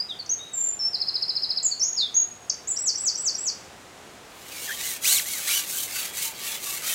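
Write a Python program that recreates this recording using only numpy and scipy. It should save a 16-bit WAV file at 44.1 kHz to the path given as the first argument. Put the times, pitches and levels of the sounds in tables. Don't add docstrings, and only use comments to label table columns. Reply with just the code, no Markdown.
import sys
import numpy as np
from scipy import signal
from scipy.fft import rfft, irfft, next_fast_len
from scipy.io import wavfile
from scipy.ndimage import uniform_filter1d, map_coordinates

SR = 44100
rng = np.random.default_rng(int(sys.argv[2]) if len(sys.argv) > 2 else 0)


def store_pcm(level_fs):
    pcm = np.round(np.clip(level_fs, -1, 1) * 32767).astype(np.int16)
    wavfile.write(sys.argv[1], SR, np.atleast_2d(pcm).T)


N = 306054

# f/Hz, density/dB
AIR_SPECTRUM = [(15, -40), (30, -11), (55, -8), (76, -1.5), (130, -4.5), (161, -1), (255, -2.5), (392, 0),
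                (486, -1.5), (812, -1.5), (955, -4), (1250, -4.5), (3780, -11), (4690, -14), (7030, -13),
                (15800, -30.5)]
# t/s, level/dB
AIR_LEVEL = [(0, -50), (1.7, -50), (3.2, -48), (4.4, -47.5)]
# f/Hz, level/dB
DRONE_TONES = [(113.0, -67.5), (721.4, -65)]
# t/s, gain/dB
DRONE_GAIN = [(0, 1), (4.5, -3), (6.94, -8.5)]

# fastest t/s, speeding up/s, slowing down/s, rub/dB, hiss/dB
STROKES = [(4.568, 0.271, 0.061, -46.5, -48), (4.7, 0.2036, 0.125, -39, -35.5),
           (4.864, 0.0957, 0.126, -35.5, -30.5), (5.1, 0.0706, 0.128, -29.5, -20),
           (5.3, 0.0765, 0.206, -39, -30.5), (5.555, 0.1333, 0.0865, -29, -24.5),
           (5.791, 0.153, 0.103, -38, -28.5), (6.014, 0.1424, 0.0927, -32.5, -30.5),
           (6.233, 0.1024, 0.0905, -34, -29), (6.527, 0.1776, 0.0667, -34, -32),
           (6.718, 0.1276, 0.1076, -36.5, -30.5), (6.912, 0.096, 0.116, -31, -27)]
RUB_DIP_DB, HISS_DIP_DB = 10, 14
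STROKE_FLATNESS = 2.61
# f/Hz, density/dB
RUB_SPECTRUM = [(290, -52), (500, -14.5), (989, -21.5), (1160, -15), (1350, -10), (2190, -1), (3300, 0),
                (4150, -5.5), (4640, -5), (5500, -6), (7150, -36.5), (12100, -120)]
# f/Hz, density/dB
HISS_SPECTRUM = [(2350, -31.5), (4000, -5), (5150, -10), (6120, -1.5), (8440, -3), (9360, -5), (12600, -5),
                 (15800, -8)]
# f/Hz, width/Hz, level/dB
TUBE_MODES = [(907, 19.5, -4.5), (1160, 23.6, 1), (1598, 101, -4), (2223, 142, -0.5), (3990, 900, -5)]
# t/s, length/s, start f/Hz, end f/Hz, level/dB
SQUEAKS = [(4.675, 0.0339, 1902, 1492, -31.5), (4.7, 0.033, 1596, 1909, -30.5),
           (4.78, 0.045, 3600, 3820, -43.5), (5.72, .07, 1510, 1561, -45),
           (6.248, 0.084, 911.6, 894, -46.5), (6.49, .07, 906.7, 897, -53), (6.66, 0.1, 1138, 1157, -43.5),
           (6.82, 0.09, 1240, 1310, -46.5)]
# fastest t/s, speeding up/s, slowing down/s, start f/Hz, top f/Hz, end f/Hz, level/dB
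ZIPS = [(4.88, .11, .06, 1740, 2060, 1760, -43), (5.137, .096, .066, 1750, 4324, 1590, -26),
        (5.312, 0.068, .085, 1650, 2261, 1510, -41), (5.562, .092, .045, 1600, 3018, 2697, -31)]
ZIP_DIP_DB = 6

# t/s, length/s, start f/Hz, bend f/Hz, end f/Hz,
# bend after/s, level/dB, loudest after/s, swell/dB
WHISTLES = [(0.0, 0.0376, 4710, 5090, 5262, 0.032, -22.5, 0.00176, 32),
            (0.082, 0.063, 4010, 3831, 3082, 0.0085, -28.5, 0.0241, 30.5),
            (0.188, 0.0269, 4836, 4531, 4195, 0.0081, -29.5, 0.0107, 14.5),
            (0.292, 0.0496, 5778, 6599, 6329, 0.027, -22.5, 0.0108, 0.5),
            (0.385, 0.115, 3665, 3776, 3851, 0.0496, -32.5, 0.0385, 20),
            (0.532, 0.2174, 8180, 7363, 7187, 0.0173, -21.5, 0.034, 13),
            (0.791, 0.0966, 5686, 5307, 5418, 0.016, -22.5, 0.058, 7),
            (1.627, 0.0491, 6270, 7716, 6670, 0.0094, -17, 0.0418, 13),
            (1.71, 0.0303, 4944, 4629, 4192, 0.00404, -21, 0.0093, 15.5),
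            (1.795, 0.058, 6720, 5274, 6590, 0.013, -18, 0.038, 13.5),
            (1.844, 0.113, 6610, 6681, 6637, 0.03, -23, 0.0242, 14.5),
            (1.962, 0.117, 5848, 3603, 3351, 0.075, -21, 0.0246, 17),
            (2.142, 0.11, 5900, 6680, 6626, 0.017, -18, 0.0294, 9.5),
            (2.673, 0.054, 6366, 7926, 6980, 0.0233, -22.5, 0.053, 6.5)]
# t from onset/s, f/Hz, level/dB
GRACE_SHAPE = [(-.011, 5320, -17), (-.005, 4915, -5.5)]
CHIP_SHAPE = [(-.001, 5350, -6), (.002, 5200, 0), (.007, 5080, -1), (.011, 4600, -3), (.015, 4250, -4),
              (.021, 4060, -10)]
TICK_SHAPE = [(-.0022, 7000, -7), (.0013, 5800, 0), (.0034, 4750, -1), (.0046, 4550, -6)]
FLICK_SHAPE = [(0, 4589, -15), (.008, 5310, -5), (.014, 5850, 3.5), (.018, 5725, -11)]
SWOOP_SHAPE = [(0, 7503, -10.5), (.02, 7707, -9), (.045, 7968, -13), (.07, 7733, -10.5), (.088, 6786, -3),
               (.1, 5836, 0.5), (.112, 4750, -2), (.122, 4414, -6), (.13, 4424, -28)]
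# t/s, level/dB
FLICK_ONSETS = [(2.761, -23), (2.946, -23), (3.145, -23), (3.341, -23.5)]
SWOOP_ONSETS = [(2.784, -18), (2.979, -18), (3.176, -19), (3.38, -21)]
# first t/s, last t/s, level/dB, crescendo/dB
CHIP_RUN = (.9412, 1.5707, -15, 0.5)
TICK_PAIR = (0.1, .2628, -46.5, 9.5)
TICK_STACK = (2.5, 2.5, -32.5, 1.5)
CHIP_SAG = 0.0263
STACK_LEAD_S, STACK_ACCENT_DB = 0.0014, 1.43
STACK_FIRST_DB = -5.5

TOP_HZ = 15850


def amp(db):
    return 10 ** (np.asarray(db) / 20)


def unit(x):
    return x / np.sqrt(np.mean(x ** 2) + 1e-20)


def curve(points):
    t_s, value = np.transpose(points)
    return np.interp(np.arange(N) / SR, t_s, value)


def wobble(rate_hz, size=N):
    knots = rng.standard_normal(int(size * rate_hz / SR) + 4)
    return map_coordinates(knots, [np.arange(size) * rate_hz / SR])


def filtered(x, response):
    size = next_fast_len(N + SR // 2)
    return irfft(rfft(x, size) * response(np.fft.rfftfreq(size, 1 / SR)), size)[:N]


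def noise(spectrum):
    f_hz, db = np.transpose(spectrum)

    def colour(hz):
        return amp(np.interp(np.log(hz + 1), np.log(f_hz), db))

    return unit(filtered(rng.standard_normal(N), colour))


def add(track, t_s, sound):
    start = max(0, round(t_s * SR))
    track[start:start + len(sound)] += sound[:N - start]


def glide(contour, waver, waver_hz, edge_s):
    t_s, hz, db = np.transpose(contour)
    t = np.arange(t_s[0], t_s[-1] + edge_s / 2, 1 / SR)
    pitch_hz = np.interp(t, t_s, hz) * (1 + waver * wobble(waver_hz, len(t)))
    to_end_s = np.minimum(t - t[0], t[-1] - t)
    fade = np.sin(np.pi / 2 * np.clip(to_end_s / edge_s, 0, 1)) ** 2
    return 2 * np.pi * np.cumsum(pitch_hz) / SR, amp(np.interp(t, t_s, db)) * fade


def open_air(gain_db=1.0):
    level_db = curve(AIR_LEVEL) + gain_db + 0.484 * wobble(5.113)
    return amp(level_db) * noise(AIR_SPECTRUM)


def drone(waver=0.0038, swell_db=3.0):
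    gain_db = curve(DRONE_GAIN)
    out = np.zeros(N)
    for hz, db in DRONE_TONES:
        pitch_hz = hz * (1 + waver * wobble(12))
        tone = np.sqrt(2) * np.sin(2 * np.pi * np.cumsum(pitch_hz) / SR)
        out += amp(db + gain_db + swell_db * wobble(2.973)) * tone
    return out


def slowing(t, fastest_s, rise_s, fall_s):
    return np.maximum((fastest_s - t) / rise_s, (t - fastest_s) / fall_s)


def stroke_levels():
    t, rub_power, hiss_power = np.arange(N) / SR, np.zeros(N), np.zeros(N)
    for *timing, rub_db, hiss_db in STROKES:
        slack = slowing(t, *timing)
        near = slack < 2
        dip = slack[near] ** STROKE_FLATNESS
        rub_power[near] += amp(rub_db - RUB_DIP_DB * dip) ** 2
        hiss_power[near] += amp(hiss_db - HISS_DIP_DB * dip) ** 2
    return np.sqrt(rub_power), np.sqrt(hiss_power)


def patches(x, depth_db, life_s):
    z = signal.stft(x, nperseg=1024)[2]
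    frames = max(2, round(life_s * SR / 512))
    field = uniform_filter1d(rng.standard_normal(z.shape), size=2, axis=0)
    field = uniform_filter1d(field, frames, axis=1)
    return unit(signal.istft(z * amp(depth_db * unit(field)), nperseg=1024)[1][:N])


def tube_response(f):
    total = 0
    for k, (centre_hz, width_hz, db) in enumerate(TUBE_MODES):
        damping = 1j * f * width_hz
        total = total + (-1) ** k * amp(db) * damping / (centre_hz ** 2 - f ** 2 + damping)
    return total


def pole_friction(rub_db=-2, hiss_db=0.9, tube_db=-9.0):
    rub_gain, hiss_gain = stroke_levels()
    grain = unit(amp(1.3 * wobble(500) + 1.1 * wobble(90)))
    ring = unit(filtered(rng.standard_normal(N), tube_response))
    body = patches(noise(RUB_SPECTRUM), depth_db=5.5, life_s=0.07)
    fizz = patches(noise(HISS_SPECTRUM), depth_db=3, life_s=0.05)
    rub = rub_gain * (amp(rub_db) * body + amp(tube_db) * ring)
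    hiss = hiss_gain * amp(hiss_db) * fizz
    return grain * (rub + hiss)


def pole_squeaks(waver=0.024, broken_db=4):
    out = np.zeros(N)
    for t_s, length_s, start_hz, end_hz, db in SQUEAKS:
        contour = [(t_s, start_hz, db), (t_s + length_s, end_hz, db)]
        phase, level = glide(contour, waver, waver_hz=476, edge_s=0.00395)
        broken = unit(amp(broken_db * wobble(153, len(phase))))
        add(out, t_s, level * broken * np.sin(phase))
    return out


def pole_ribs(gain_db=2.0, uneven_db=-10):
    out = np.zeros(N)
    for fastest_s, rise_s, fall_s, start_hz, top_hz, end_hz, db in ZIPS:
        t = np.linspace(fastest_s - rise_s, fastest_s + fall_s, 100)
        slack = slowing(t, fastest_s, rise_s, fall_s) ** 2
        hz = top_hz + (np.where(t < fastest_s, start_hz, end_hz) - top_hz) * slack
        contour = np.transpose([t, hz, db - ZIP_DIP_DB * slack])
        phase, level = glide(contour, waver=0.025, waver_hz=900, edge_s=0.006)
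        tone = np.sin(phase) + amp(-1) * np.sin(2 * phase) + amp(-11) * np.sin(3 * phase)
        tone += amp(uneven_db) * np.sin(3 * phase / 2)
        grip = unit(amp(3.6 * wobble(200, len(phase))))
        add(out, t[0], amp(gain_db) * level * grip * tone)
    return out


def note(contour, edge_s, second_db=-38, third_db=-45, waver=0.00542):
    phase, level = glide(contour, waver, waver_hz=170, edge_s=edge_s)
    hz = np.gradient(phase) * SR / (2 * np.pi)
    octave = amp(second_db + np.interp(hz, [6500, 7600], [-2, 4])) * np.sin(2 * phase)
    third = (hz < SR / 6) * amp(third_db) * np.sin(3 * phase)
    return level * (np.sin(phase) + octave + third)


def whistle(length_s, start_hz, bend_hz, end_hz, bend_s, db, loudest_s, swell_db):
    t = np.linspace(0, length_s, 100)
    slide = np.sin(np.pi / 2 * np.interp(t, [0, bend_s], [0, 1]))
    drift = np.sin(np.pi / 2 * np.interp(t, [min(bend_s, length_s), length_s], [0, 1])) ** 2
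    hz = start_hz + (bend_hz - start_hz) * slide + (end_hz - bend_hz) * drift
    off_peak = np.interp(t, [0, min(loudest_s, length_s), length_s], [1, 0, 1])
    return np.transpose([t, hz, db - swell_db * off_peak ** 2])


def beats(run, count):
    first_s, last_s, db, crescendo_db = run
    return np.linspace([first_s, db], [last_s, db + crescendo_db], count)


def tick_stack():
    ticks = beats(TICK_STACK, count=14)
    ticks[1::2] += [-STACK_LEAD_S, STACK_ACCENT_DB]
    ticks[0, 1] += STACK_FIRST_DB
    return ticks


def trill(shape, onsets, gain_db, edge_s, sag=0):
    out = np.zeros(N)
    for progress, (t_s, db) in zip(np.linspace(0, 1, len(onsets)), onsets):
        sung = np.array(shape) * [1, 1 + 0.00764 * rng.standard_normal(), 1]
        sung[:, 1] *= 1 - sag * progress * np.linspace(0, 1, len(sung))
        add(out, t_s + shape[0][0], amp(db + gain_db) * note(sung, edge_s))
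    return out


def bird():
    song = np.zeros(N)
    for t_s, *shape in WHISTLES:
        add(song, t_s, amp(0.5) * note(whistle(*shape), edge_s=0.00223))
    chips = beats(CHIP_RUN, count=10)
    song += trill(GRACE_SHAPE, chips, gain_db=-1, edge_s=0.0027)
    song += trill(CHIP_SHAPE, chips, gain_db=-4, edge_s=0.0049, sag=CHIP_SAG)
    ticks = [*beats(TICK_PAIR, count=2), *tick_stack()]
    song += trill(TICK_SHAPE, ticks, gain_db=1.5, edge_s=0.00097)
    song += trill(FLICK_SHAPE, FLICK_ONSETS, gain_db=0.33, edge_s=0.00182)
    song += trill(SWOOP_SHAPE, SWOOP_ONSETS, gain_db=0.05, edge_s=0.0031)
    return song


def scatter(t60_s, build_s):
    t = np.arange(SR * 3 // 4) / SR
    tail = rng.standard_normal(len(t)) * amp(-60 * t / t60_s) * (1 - np.exp(-t / build_s))
    return unit(tail) / np.sqrt(len(t))


def banks(x, water_delay_s=0.00333, near_db=-5, near_t60_s=0.1925, far_db=-12, far_t60_s=0.59,
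          build_s=0.0091):
    out = x.copy()
    add(out, water_delay_s, amp(-6) * x)
    step = SR // 8
    padded = np.pad(x, (step, 2 * step))
    echoes = np.zeros(N + 4 * step + SR * 3 // 4)
    for start in range(0, N + step, step):
        piece = padded[start:start + 2 * step]
        if piece.any():
            near = amp(near_db) * scatter(near_t60_s, build_s)
            far = amp(far_db) * scatter(far_t60_s, build_s)
            wet = signal.fftconvolve(piece * signal.windows.cosine(len(piece)), near + far)
            echoes[start:start + len(wet)] += wet
    return out + echoes[step:step + N]


def scene():
    background = open_air() + drone()
    pole = pole_friction() + pole_squeaks() + pole_ribs()
    mono = background + pole + banks(bird())
    return np.array([mono, mono])


def record(dry):
    return np.array([filtered(channel, lambda hz: hz < TOP_HZ) for channel in dry])


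dry = scene()
out = record(dry)
store_pcm(out)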